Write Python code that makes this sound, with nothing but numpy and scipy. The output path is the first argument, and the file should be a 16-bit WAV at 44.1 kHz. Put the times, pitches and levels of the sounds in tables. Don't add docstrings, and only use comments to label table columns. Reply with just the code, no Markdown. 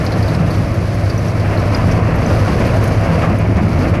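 import sys
import numpy as np
from scipy import signal
from scipy.fft import rfft, irfft, next_fast_len
from scipy.io import wavfile
from scipy.ndimage import uniform_filter1d, minimum_filter1d, map_coordinates

SR = 44100
rng = np.random.default_rng(int(sys.argv[2]) if len(sys.argv) > 2 else 0)


def transcribe(u):
    v = np.clip(np.atleast_2d(u).T, -1, 1)
    q = np.round(v * 32767).astype(np.int16)
    wavfile.write(sys.argv[1], SR, q)


N = 176400

# (s, level dB)
ENGINE = [(0, -20), (.6, -20), (1.02, -15), (1.17, -20), (1.4, -17.5), (4, -18)]
# (Hz, dB)
DRIVES = [(162, -31), (333, -35.5), (2592, -55)]
RUMBLE = [(14, -42), (27, -18.5), (48, -8), (66, -4.5), (86, 0), (103, -2), (118, -1.5), (140, -8), (170, -4), (195, -11.5), (280, -14), (420, -22)]
# (s, rumble level dB)
LOAD = [(0, -17), (.45, -15), (.8, -18), (1.5, -17.5), (2.15, -14), (3.25, -14.5), (4, -12.5)]
# (Hz, dB per Hz)
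ROAR = [(150, -25), (250, -12), (400, -8), (540, -3), (680, -4), (860, -15.5), (1050, -11.5), (1500, -16.5), (2300, -17.5), (3300, -35)]
ROAR_DB = -25.5
# (Hz, dB per Hz)
GRIND = [(120, 3), (250, 7), (400, 1), (640, 4), (870, -5.5), (1050, -2.5), (1450, -7), (2300, -11), (2800, -13.5), (3400, -28.5), (8000, -56)]
# (s, grinding level dB)
FEED = [(0, -23.5), (.45, -24.5), (.7, -34), (1.25, -32.5), (1.5, -22), (1.95, -20.5), (2.4, -21), (2.65, -20), (2.85, -21), (3.25, -17.5), (3.36, -24.5), (3.72, -26.5), (3.86, -18.5), (4, -28)]
# (s, dB)
KNOCKS = [(0.319, -29), (.47, -28), (1.436, -28), (1.714, -24.5), (1.925, -34), (2.101, -24.5), (2.295, -25), (2.47, -22.5), (2.599, -19.5), (3.209, -19.5), (3.391, -23), (3.556, -22), (3.93, -23.5)]
KNOCK = [(150, -2), (300, -6), (600, 5.5), (870, 1), (1100, -2.5), (1600, -6.5), (2400, -6), (3400, -22.5), (7000, -31)]
# (s, dB)
BOOMS = [(1.44, -25), (2.485, -21), (2.6, -21), (3.275, -18), (3.485, -13), (3.57, -18), (3.665, -19)]
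HOPPER = [(205.8, 5, 0.22), (242.3, 2.5, 0.16), (282, 9.5, 0.085), (345, -3, 0.22)]  # (Hz, dB, t60 s)
BOOM_RISE_S = .009
# (s, dB)
THUDS = [(.398, -7), (1.81, -12), (3.105, -10)]
THUD_HZ, THUD_T60 = 166, 0.14
# (Hz, dB per Hz)
POUR = [(1500, -22), (3000, 2.5), (3600, -1.5), (4600, 3.5), (6100, -1.5), (7100, -9.5), (8800, -10.5), (10000, -7.5), (10900, -9.5), (11700, -7.5), (12700, -16)]
# (s, level dB)
FLOW = [(0, -38.5), (.28, -39.5), (.41, -41), (1.3, -40.5), (1.95, -38.5), (2.07, -42.5), (2.35, -37), (3.26, -38.5), (3.34, -43.5), (3.65, -42.5), (3.88, -40.5), (4, -46.5)]
# (s, peak dB, pitch Hz, t60 s, share of clear ring 0-1)
CLINKS = [(0.063, -23, 4660, 0.05, 0), (.118, -30, 4300, 0.13, 0.15), (0.224, -29.5, 4750, 0.1, 0.4), (0.279, -28.5, 4450, 0.1, 0.2), (0.347, -24, 4470, 0.028, 0.1), (0.504, -31.5, 4510, 0.13, 0.5), (1.098, -24.5, 4680, 0.055, 0.5), (1.177, -32.5, 5870, 0.074, .7), (1.282, -28.5, 5730, 0.029, 0.9), (1.397, -26, 4500, .04, 0), (1.574, -26, 4350, 0.037, 0.4), (1.7472, -13, 4940, 0.025, 0.83), (1.913, -30, 5600, 0.071, .1), (2.262, -25, 6130, 0.02, 0.8), (3.789, -30, 4370, 0.035, .1)]
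# (s, peak dB)
TICKS = [(.05, -27), (.741, -31), (.944, -28), (1.763, -28), (2.157, -29), (2.668, -28), (2.839, -21), (2.876, -22), (3.386, -27.5)]
GRIT = [(2000, -25), (4500, -14), (6300, 7), (7500, -14), (9300, -2), (10100, 6.5), (10900, -11), (11700, 9), (12800, -7)]  # (Hz, dB per Hz)
FACE = [(200, 0.99), (2000, 0.26), (10000, 0.083)]
FACE_DB = -8.5
CEILING, LIMIT_S = .69, .02
TOP_HZ = 12800
FIRING_HZ, SURGE_DB, SPEED_DRIFT = 103.4, 1.7, .009
TICK_RISE_S, TICK_T60 = 0.0013, 0.044
CLACK_WIDTH, CLINK_RISE_S = .13, .0012
CLINK_WIDTH = None
CRACK_DB = -42
CRACK_GROWS = None
KNOCK_RISE_S = 0.009
KNOCK_HOLD_S, KNOCK_T60 = 0.015, 0.24


def amp(db):
    return 10 ** (np.asarray(db) / 20)


def unit(x):
    return x / np.sqrt(np.mean(x ** 2) + 1e-20)


def along(points, hz):
    f, v = np.transpose(points)
    return np.interp(np.log(hz + 1), np.log(f + 1), v)


def curves(rows):
    s, *cols = np.transpose(rows)
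    return [np.interp(np.arange(N) / SR, s, c) for c in cols]


def wobble(rate):
    return map_coordinates(rng.standard_normal(2048), [np.arange(N) * rate / SR], mode="wrap")


def filtered(x, response):
    m = next_fast_len(N + SR // 2)
    return irfft(rfft(x, m) * response(np.fft.rfftfreq(m, 1 / SR)), m)[:N]


def coloured(x, spectrum):
    top = spectrum[-1][0]
    return unit(filtered(x, lambda hz: amp(along(spectrum, hz)) / (1 + (hz / (1.2 * top)) ** 8)))


def grains(per_s, spread_db):
    hit = rng.random(N) < per_s / SR
    return unit(hit * rng.choice([-1, 1], N) * amp(spread_db * np.clip(rng.standard_normal(N), -2, 2)))


def strike(s, rise, hold, t60):
    t = np.arange(N) / SR - s
    return np.clip(t / rise, 0, 1) * amp(-60 * np.clip((t - rise - hold) / t60, 0, 2))


def engines():
    db, = curves(ENGINE)
    turns = np.cumsum(FIRING_HZ * (1 + SPEED_DRIFT * wobble(29))) / SR
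    drone = amp(db) * unit(amp(SURGE_DB * wobble(27.7)) * np.sin(2 * np.pi * turns))
    t = np.arange(N) / SR
    drives = sum(amp(level) * unit(amp(2.4 * wobble(4.11)) * np.sin(2 * np.pi * f * t + .5 * wobble(12))) for f, level in DRIVES)
    load_db, = curves(LOAD)
    return drone + drives + amp(load_db) * coloured(rng.standard_normal(N), RUMBLE)


def crusher():
    feed_db, = curves(FEED)
    roar = amp(ROAR_DB + 0.38 * wobble(20.53)) * coloured(rng.standard_normal(N), ROAR)
    rock = grains(per_s=2200, spread_db=4.5) + 0.2 * tumble(count=520, lo_hz=421.2, hi_hz=2994, t60=0.22)
    return roar + amp(feed_db + 0.21 * wobble(16)) * coloured(rock, GRIND)


def knocks():
    level = sum(amp(db) * strike(s, KNOCK_RISE_S, KNOCK_HOLD_S, KNOCK_T60) for s, db in KNOCKS)
    return level * coloured(grains(per_s=2500, spread_db=3), KNOCK)


def hopper():
    out, t = np.zeros(N + SR), np.arange(SR // 2) / SR
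    for s, db in BOOMS:
        for hz, level, t60 in HOPPER:
            ring = np.sin(2 * np.pi * hz * (1 + 0.03 * rng.normal()) * t + rng.normal())
            out[round(s * SR):][:len(t)] += amp(db + level - 60 * t / t60) * ring * (1 - np.exp(-t / BOOM_RISE_S))
    return out[:N]


def pour():
    flow_db, = curves(FLOW)
    stream = rng.standard_normal(N) + 0.51 * grains(per_s=420, spread_db=3) + 0.11 * tumble(count=260, lo_hz=4070, hi_hz=6830, t60=0.012)
    return amp(flow_db + 1.52 * wobble(40)) * coloured(stream, POUR)


def clinks():
    out, t = np.zeros(N + SR), np.arange(SR // 4) / SR
    f = np.fft.rfftfreq(len(t), 1 / SR)
    crunch = coloured(rng.standard_normal(N), GRIT)
    for s, db, hz, t60, share in CLINKS:
        band = 1 / (1 + ((f - hz) / (CLACK_WIDTH * hz)) ** 2)
        clack = unit(irfft(rfft(rng.standard_normal(len(t))) * band, len(t)))
        ring, share = unit(np.sin(2 * np.pi * hz * t)), np.clip(share, 0, 1)
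        stone = np.sqrt(share) * ring + np.sqrt(1 - share) * clack
        crack = amp(CRACK_DB) * np.roll(crunch, round(s * SR))[:len(t)]
        out[round(s * SR):][:len(t)] += amp(-60 * t / t60) * (1 - np.exp(-t / CLINK_RISE_S)) * (amp(db) * stone + crack)
    return out[:N]


def ticks():
    level = sum(amp(db - 10) * strike(s, TICK_RISE_S, 0, TICK_T60) for s, db in TICKS)
    return level * coloured(rng.standard_normal(N), GRIT)


def quarry_face(x):
    hz, t, z = signal.stft(rng.standard_normal(SR // 2), SR, nperseg=256)
    tail = signal.istft(z * amp(-60 * t / along(FACE, hz)[:, None]), SR, nperseg=256)[1]
    return signal.fftconvolve(x, tail / np.linalg.norm(tail))[:N]


def tumble(count, lo_hz, hi_hz, t60):
    when, pitch, size, phase = rng.random((count, 4)).T[:, :, None]
    t = np.arange(SR // 10) / SR
    rings = amp(10 * size - 60 * t / t60) * np.sin(2 * np.pi * (lo_hz * (hi_hz / lo_hz) ** pitch * t + phase)) * (1 - np.exp(-t / CLINK_RISE_S))
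    at = (when * N).astype(int) + np.arange(len(t))
    return unit(np.bincount(at.ravel(), rings.ravel())[:N])


def bucket():
    t = np.arange(N) / SR
    return sum(amp(db) * strike(s, BOOM_RISE_S, 0, THUD_T60) * np.sin(2 * np.pi * THUD_HZ * (t - s)) for s, db in THUDS)


def scene():
    blows = knocks() + hopper() + bucket()
    return (engines() + crusher() + pour() + ticks() + clinks() + blows + amp(FACE_DB) * quarry_face(blows))[None]


def record(dry):
    size = int(LIMIT_S * SR)
    needed = np.minimum(1, CEILING / (np.abs(dry[0]) + 1e-9))
    gain = uniform_filter1d(minimum_filter1d(needed, size), size)
    return filtered(dry[0] * gain, lambda hz: 1 / np.sqrt(1 + (hz / TOP_HZ) ** 200))[None]


dry = scene()
out = record(dry)
transcribe(out)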